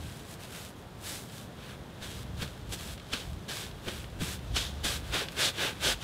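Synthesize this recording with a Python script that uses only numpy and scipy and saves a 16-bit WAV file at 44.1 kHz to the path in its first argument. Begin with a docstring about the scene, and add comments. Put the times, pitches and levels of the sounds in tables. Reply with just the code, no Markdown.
"""In a garden, a bristle brush scrubs paint onto a large stretched canvas: light sweeps, then hard strokes back and forth.
Bristles flicking over the weave are random clicks, coloured as cloth rasp, tuft rasp, tip-first bite and hiss.
Landings ring the canvas's drum modes, short noise bursts tick, and low noise makes the sheet wobble on its frame.
A low, almost steady hum of far traffic and air lies behind; one microphone feeds both channels."""
import sys
import numpy as np
from scipy import signal
from scipy.fft import rfft, irfft, next_fast_len
from scipy.io import wavfile
from scipy.ndimage import uniform_filter1d

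SR = 44100
rng = np.random.default_rng(int(sys.argv[2]) if len(sys.argv) > 2 else 0)


def int16_out(signal):
    """Quantize to a 16-bit WAV file."""
    q = np.round(np.clip(np.atleast_2d(signal).T, -1, 1) * 32767)
    wavfile.write(sys.argv[1], SR, q.astype(np.int16))


N = 265923
TIME = np.arange(N) / SR   # s


def from_db(db):
    """Decibels to amplitude gain."""
    return 10 ** (np.asarray(db) / 20)


def rms_one(x):
    """Scale to unit rms."""
    return x / np.sqrt(np.mean(x ** 2) + 1e-20)


def colour(x, spectrum, resonances=()):
    """Give a steady sound a broad spectrum with resonant humps, falling away below its first point; rms 1."""
    size = next_fast_len(N)
    hz = np.maximum(np.arange(size // 2 + 1) * SR / size, 1)
    points = np.array(spectrum)
    db = np.interp(np.log(hz), np.log(points[:, 0]), points[:, 1])
    for centre_hz, width_hz, lift_db in resonances:
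        db = db + lift_db / (1 + (2 * (hz - centre_hz) / width_hz) ** 2)
    below = np.minimum(hz / points[0, 0], 1) ** 2
    shaped = rfft(x, size) * from_db(db) * below
    return rms_one(irfft(shaped, size)[:N])


def surges(events, rise_s, fall_s):
    """A brief swell at each event, rising and falling exponentially around its peak."""
    out = np.zeros(N)
    for peak_s, level_db, *_ in events:
        shape = np.exp(-np.maximum((peak_s - TIME) / rise_s, (TIME - peak_s) / fall_s))
        out += from_db(level_db) * shape
    return out


# Brush strokes; levels are before the trims set in scene(). Columns: start_s [s], attack_s [s],
# length_s [s], release_s [s], rasp_db [dB], sag_db [dB fall over the stroke],
# hiss_db [dB re rasp], drive_db [dB into the cloth], bite_db [dB, bristles pushed tip first]
BRUSH_STROKES = [ (0.0, 0.0033, .25, 0.035, -55.5, -0.5, -1.5, 4.5, -2),
                 (0.284, 0.01, 0.062, 0.011, -53.5, -3.5, 0, -1, -15.5),
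                 (0.4, 0.0094, 0.078, 0.018, -51.5, 4, -0.5, 7.5, -16),
                 (0.523, 0.02, 0.18, 0.0084, -47, 8, 0, 3, -20), (0.77, .012, .06, .025, -69, 6, 9, -4, -7),
                 (1.05, 0.018, 0.14, 0.041, -41, 3.5, 2, 2, -11),
                 (1.326, 0.019, 0.13, 0.017, -49, 8, -1, -4, -8),
                 (1.575, 0.013, 0.17, .014, -54.5, -6, -10, 2.5, -17),
                 (2.037, 0.0041, 0.2, 0.011, -49, 4.5, -2.5, 1, 1),
                 (2.383, 0.017, 0.18, 0.045, -47.5, 9, -6, 1.5, -3.5),
                 (2.778, 0.0097, 0.17, 0.011, -48.5, 1.5, -0.5, 3.5, -1),
                 (3.128, 0.019, 0.12, 0.016, -39.5, 7, -8.5, -3.5, -0.5),
                 (3.244, 0.032, 0.1, .02, -58.5, -1, -3, -3, -6),
                 (3.486, 0.0032, 0.17, 0.022, -40.5, -0.5, -5, -4, -5),
                 (3.862, 0.029, 0.16, 0.029, -48, 0.5, -2.5, 6, -2),
                 (4.205, 0.0065, 0.15, 0.012, -42.5, .5, -1, 2.5, -4),
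                 (4.556, 0.0093, 0.13, 0.024, -36, 6.5, -6.5, -3.5, 4.5),
                 (4.842, 0.0042, 0.14, 0.012, -33, 8, -2.5, 1, 0.5),
                 (5.044, 0.011, 0.085, 0.023, -51.5, -2, -5, 3, -7.5),
                 (5.131, 0.0076, 0.098, 0.018, -29.5, 0, -12.5, -4.5, -19),
                 (5.316, .004, .02, 0.0051, -58, 4, 3, 4.5, -17),
                 (5.392, 0.014, 0.11, 0.0066, -25.5, 7, -7, -2, 5),
                 (5.613, 0.025, 0.1, 0.016, -25, 11, -10.5, 1.5, -13),
                 (5.834, .013, 0.1, 0.0085, -27, 4.5, -6, .5, 1),
                 (6.014, 0.0079, .08, 0.024, -44, 2, -6, 7, 2.5), ]
# The brush lands on the cloth; levels are before the trims. Columns: peak_s [s], rise_s [s],
# slap_db [dB], hiss_db [dB re slap], thud_db [dB]
BRUSH_LANDINGS = [(2.032, 0.016, -42.5, -8.5, -39), (2.425, .012, -37.5, -9, -33.5),
                  (2.736, 0.016, -38.5, 0, -44.5), (3.134, 0.0038, -31.5, -16, -35),
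                  (3.49, 0.0047, -42, -29, -50), (3.885, 0.0135, -40, -17, -35),
                  (4.207, 0.0022, -47, -22, -28.5), (4.566, 0.0065, -30.5, -14, -39),
                  (4.842, 0.0022, -42.5, -25, -33), (5.14, 0.00198, -39.5, -10, -36)]
BRIGHTEN_DB = 1   # the hiss gains on the rasp from the start of a stroke to its end
SLAP_FALL_S = 0.014   # the slap dies as the tuft flattens
# between strokes the tips still graze the cloth, more so in hard scrubbing
GRAZE_DB, GRAZE_HISS_DB, GRAZE_FOLLOWS = -60.5, -8.5, 0.48   # dB, dB re graze, dB per dB of effort


def hand():
    """Strength of rasp and of hiss: each stroke swells, sags or grows, and lets go; a landing adds a short slap."""
    rasp, hiss = np.zeros(N), np.zeros(N)
    for start_s, attack_s, length_s, release_s, rasp_db, sag_db, hiss_db, _, _ in BRUSH_STROKES:
        age = TIME - start_s
        along = np.clip(age / length_s, 0, 1)
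        swell = -np.logaddexp(0, -age / attack_s)
        let_go = -np.logaddexp(0, (age - length_s) / release_s)
        stroke = np.exp(swell + let_go) * from_db(rasp_db - sag_db * along)
        rasp += stroke
        hiss += stroke * from_db(hiss_db + BRIGHTEN_DB * (along - .5))
    for peak_s, rise_s, slap_db, hiss_db, _ in BRUSH_LANDINGS:
        slap = surges([(peak_s, slap_db)], rise_s, SLAP_FALL_S)
        rasp += slap
        hiss += slap * from_db(hiss_db)
    effort = uniform_filter1d(rasp, size=13000) + 1e-6   # mean over about 0.3 s
    graze = from_db(GRAZE_DB) * (effort / np.median(effort)) ** GRAZE_FOLLOWS
    return np.hypot(rasp, graze), np.hypot(hiss, graze * from_db(GRAZE_HISS_DB))


def grip():
    """Drive and bite: the angle of the brush turns smoothly from the middle of one stroke to the next."""
    start_s, _, length_s, *_, drive_db, bite_db = np.transpose(BRUSH_STROKES)
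    middle_s = start_s + length_s / 2
    return [from_db(np.interp(TIME, middle_s, db)) for db in (drive_db, bite_db)]


def flicks(per_s, spread_db):
    """Bristles catch on the weave and spring free: dense clicks of uneven size; rms 1."""
    sizes = from_db(spread_db * np.minimum(rng.exponential(1, N), 4))
    signs = rng.choice([-1, 1], N)
    happens = rng.random(N) < per_s / SR
    return rms_one(sizes * signs * happens / np.sqrt(per_s))   # denser clicks are smaller


# Colour of the rubbed cloth. Columns: pitch_hz [Hz], level_db [dB per Hz]
CLOTH_COLOUR = [(130, -12.5), (260, 0.5), (400, 3), (600, 3.5), (950, -8), (1250, -5.5), (1600, -3),
                (2100, -4.5), (2800, 1), (4500, -12.5), (9000, -22)]
# Resonances of the cloth. Columns: pitch_hz [Hz], width_hz [Hz], lift_db [dB]
CLOTH_RESONANCES = [(238, 30, 1), (353, 23, 2), (500, 41, 0.5), (873, 71, 6), (1197, 12, 14),
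                    (1540, 260, 7.5), (1720, 52, 3.5), (2460, 810, 1.5)]
# Colour of the tuft's rasp. Columns: pitch_hz [Hz], level_db [dB per Hz]
TUFT_COLOUR = [(500, -10), (1200, -2.5), (1600, -4.5), (2100, -2.5), (3000, -4), (3900, -0.5), (4600, -5.5),
               (6000, -12), (9000, -26), (15000, -50)]
# Resonances of the tuft. Columns: pitch_hz [Hz], width_hz [Hz], lift_db [dB]
TUFT_RESONANCES = [(1610, 200, 4.7), (2780, 39, 0.68), (2930, 18, 0.84), (3060, 21, 10.4), (3295, 120, 5.1),
                   (3590, 350, 4.3)]
# Colour of the bite of bristles pushed tip first. Columns: pitch_hz [Hz], level_db [dB per Hz]
BITE_COLOUR = [(2400, -7.5), (3200, 1.5), (4000, 0.5), (4800, -2.5), (6500, -5.5), (9000, -12.5),
               (15000, -28)]
# Colour of the bristle hiss. Columns: pitch_hz [Hz], level_db [dB per Hz]
HISS_COLOUR = [(1000, -8), (3000, -4), (4600, -1), (6200, -1), (8000, 0.5), (10500, -0.5), (13000, -3.5),
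               (16000, -7.5)]


def brush(rasp, hiss, cloth_db, rasp_db, bite_db, hiss_db, snap_db, damped_hz):
    """Harder strokes pluck more bristles. A flat, pressed tuft drives the cloth; on its tips it bites and hisses."""
    drive, push = grip()
    force = rasp / rasp.max()
    on_tips = np.clip(hiss / rasp / from_db(-8), .3, 3)   # 1 where hiss lies 8 dB under rasp
    per_s = 3500 + 9000 * np.sqrt(force)
    packed = np.sqrt(force)   # pressure packs the bristles together
    # in a loose tuft single bristles snap free
    snaps = from_db(snap_db) * (1 - packed) * flicks(110, spread_db=2.5)

    cloth_rub = colour(flicks(per_s, spread_db=2.5), CLOTH_COLOUR, CLOTH_RESONANCES)
    cloth = drive * rasp / on_tips ** 0.28 * cloth_rub
    tuft_rub = colour(flicks(per_s, spread_db=2.5) + snaps, TUFT_COLOUR, TUFT_RESONANCES)
    tuft = rasp * on_tips ** 0.031 * tuft_rub
    bite = push * rasp * colour(flicks(per_s, spread_db=3.0), BITE_COLOUR, TUFT_RESONANCES)

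    # a packed tuft damps the highest part of the hiss
    free = colour(flicks(2 * per_s, spread_db=1.5) + snaps, HISS_COLOUR, [(7900, 330, 2.7)])
    low_pass = signal.butter(1, damped_hz, fs=SR, output="sos")
    damped = rms_one(signal.sosfilt(low_pass, free))
    tips = hiss * ((1 - packed) * free + packed * damped)

    on_cloth = from_db(cloth_db) * cloth + from_db(rasp_db) * tuft
    return on_cloth + from_db(bite_db) * bite + from_db(hiss_db) * tips


# The brush ticks as it turns or stabs the cloth. Columns: peak_s [s], level_db [dB before the trim]
TICK_TIMES = [(1.2974, -37), (2.978, -33), (2.9981, -34.5), (3.1352, -19), (3.712, -34), (4.042, -34.5),
              (4.3912, -35.5), (5.2855, -25.5)]
# Colour of a tick. Columns: pitch_hz [Hz], level_db [dB per Hz]
TICK_COLOUR = [(600, -5), (2000, 1.5), (3300, 3), (4600, -1.5), (6000, -10.5), (10000, -19), (16000, -26)]


def ticks(tick_db):
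    """Small dry noise bursts that die within milliseconds."""
    bursts = surges(TICK_TIMES, rise_s=0.00025, fall_s=0.0045)
    return from_db(tick_db) * bursts * colour(rng.standard_normal(N), TICK_COLOUR)


def ring(clicks, hz, t60_s):
    """A damped resonator: a unit click sets a sine of height 1 ringing, 60 dB down after t60_s."""
    decay = from_db(-60 / (t60_s * SR))
    turn = 2 * np.pi * hz / SR
    return signal.lfilter([0, np.sin(turn)], [1, -2 * decay * np.cos(turn), decay * decay], clicks + 1e-18)


# Drum modes of the canvas. Columns: pitch_hz [Hz], level_db [dB, relative], t60_s [s]
DRUM_MODES = [(64, -29, .2), (92.5, 1, 0.17), (124, -1, 0.042), (160, 1, 0.19), (178, 4.5, 0.15),
              (219.6, 4, 0.13), (270, 3.5, 0.098), (331, -2.5, 0.087), (366, -4, 0.26), (473, -1.5, 0.079)]


def thuds(thud_db, lean, rough):
    """The soft tuft leans into the membrane over some milliseconds and sets its drum modes ringing."""
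    # the push peaks one rise time ahead of the slap
    pushes = [(peak_s - rise_s, db) for peak_s, rise_s, *_, db in BRUSH_LANDINGS]
    push = surges(pushes, rise_s=0.0022, fall_s=0.0091)
    shove = from_db(thud_db) * push * (lean + rough * rng.standard_normal(N))
    out = np.zeros(N)
    for k, (hz, mode_db, t60_s) in enumerate(DRUM_MODES):
        out += (-1) ** k * from_db(mode_db) * ring(shove, hz, t60_s)   # modes alternate in sign
    return out


def sway(spectrum):
    """Low random motion of the membrane, kept even by its inertia."""
    motion = colour(rng.standard_normal(N), spectrum, [(72.7, 20, 13.0)])
    return motion / np.sqrt(uniform_filter1d(motion ** 2, size=2500) + 0.04)


# The canvas heaves on its frame; levels are before the trims. Columns: centre_s [s],
# half_length_s [s], swing_db [dB, the whole sheet], flutter_db [dB, its higher modes]
CANVAS_HEAVES = [(0.05, .07, -45.5, -44.5), (2.13, 0.087, -48, -52), (2.367, 0.11, -41.5, -40.5),
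                 (2.696, 0.055, -42.5, -41.5), (2.896, 0.057, -42.5, -47.5), (3.322, 0.058, -40, -43.5),
                 (3.717, 0.074, -49, -51), (4.017, 0.064, -46, -47), (4.286, 0.14, -43.5, -44),
                 (4.534, 0.049, -34, -40.5), (4.863, 0.23, -39.5, -47), (5.106, 0.019, -37, -46),
                 (5.9, 0.082, -41, -68)]
# Colour of the whole sheet's swing. Columns: pitch_hz [Hz], level_db [dB per Hz]
SWING_COLOUR = [(20, -28), (34, -28), (48, 3.5), (66, -4.5), (85, -6.5), (110, -20), (200, -64.5)]
# Colour of the higher modes' flutter. Columns: pitch_hz [Hz], level_db [dB per Hz]
FLUTTER_COLOUR = [(75, -14), (98, 1.5), (125, 4), (185, -5.5), (230, -14), (320, -17.5), (600, -59)]
REST_SWING_DB, REST_FLUTTER_DB = -59.5, -49   # before the trims: the sheet is never quite still
SWING_FOLLOWS, FLUTTER_FOLLOWS = 0.16, 0.13   # dB of motion per dB of rubbing


def wobble(rasp, swing_db, flutter_db):
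    """Rubbing keeps the big membrane astir; now and then it heaves on its frame and settles again."""
    rubbing = rasp / np.median(rasp)
    swing = from_db(REST_SWING_DB) * rubbing ** SWING_FOLLOWS
    flutter = from_db(REST_FLUTTER_DB) * rubbing ** FLUTTER_FOLLOWS
    for centre_s, half_length_s, whole_db, higher_db in CANVAS_HEAVES:
        swell = np.exp(-.5 * ((TIME - centre_s) / half_length_s) ** 2)
        swing = np.hypot(swing, from_db(whole_db) * swell)
        flutter = np.hypot(flutter, from_db(higher_db) * swell)
    whole_sheet = from_db(swing_db) * swing * sway(SWING_COLOUR)
    higher_modes = from_db(flutter_db) * flutter * sway(FLUTTER_COLOUR)
    return whole_sheet + higher_modes


def drift(rate_hz):
    """Slow random wandering of spread 1: noise through a two-pole low-pass, drawn every 40 samples."""
    step = 40
    pole = np.exp(-2 * np.pi * rate_hz * step / SR)
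    noise = rng.standard_normal(N // step + 2002)
    slow = signal.lfilter([1], [1, -2 * pole, pole * pole], noise)[2000:]   # skip the settling
    return np.interp(np.arange(N) / step, np.arange(len(slow)), rms_one(slow))


# Colour of the garden's hum. Columns: pitch_hz [Hz], level_db [dB per Hz]
GARDEN_COLOUR = [(25, -16), (45, -1), (65, -1), (130, -2), (190, 0), (250, -4), (400, -7), (700, -10),
                 (1050, -14), (1600, -17), (2300, -23), (3800, -23), (4600, -28), (9000, -34),
                 (15600, -38.5)]


def garden(level_db, waver_db):
    """Far traffic and air: a smooth low hum of coloured noise whose level wavers slightly."""
    air = colour(rng.standard_normal(N), GARDEN_COLOUR, [(3350, 320, 2.6)])
    return from_db(level_db + waver_db * drift(0.33)) * air


def scene():
    """Brush, canvas and garden, the same in both channels."""
    rasp, hiss = hand()
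    rubbing = brush(rasp, hiss, cloth_db=-3.5, rasp_db=-3.0, bite_db=-3, hiss_db=2.0,
                    snap_db=-4.5, damped_hz=7040)
    membrane = thuds(thud_db=-30.0, lean=0.4, rough=0.82) + wobble(rasp, swing_db=-0.5, flutter_db=-1.0)
    mono = rubbing + membrane + ticks(tick_db=-9.0) + garden(level_db=-47.5, waver_db=0.65)
    return np.tile(mono, (2, 1))


CUTOFF_HZ = 15600


def record(dry):
    """The microphone signal's top is cut steeply by an elliptic low-pass."""
    low_pass = signal.ellip(12, .1, 90, CUTOFF_HZ, fs=SR, output="sos")   # ripple .1 dB, stop 90 dB
    return signal.sosfilt(low_pass, dry)


dry = scene()
out = record(dry)
int16_out(out)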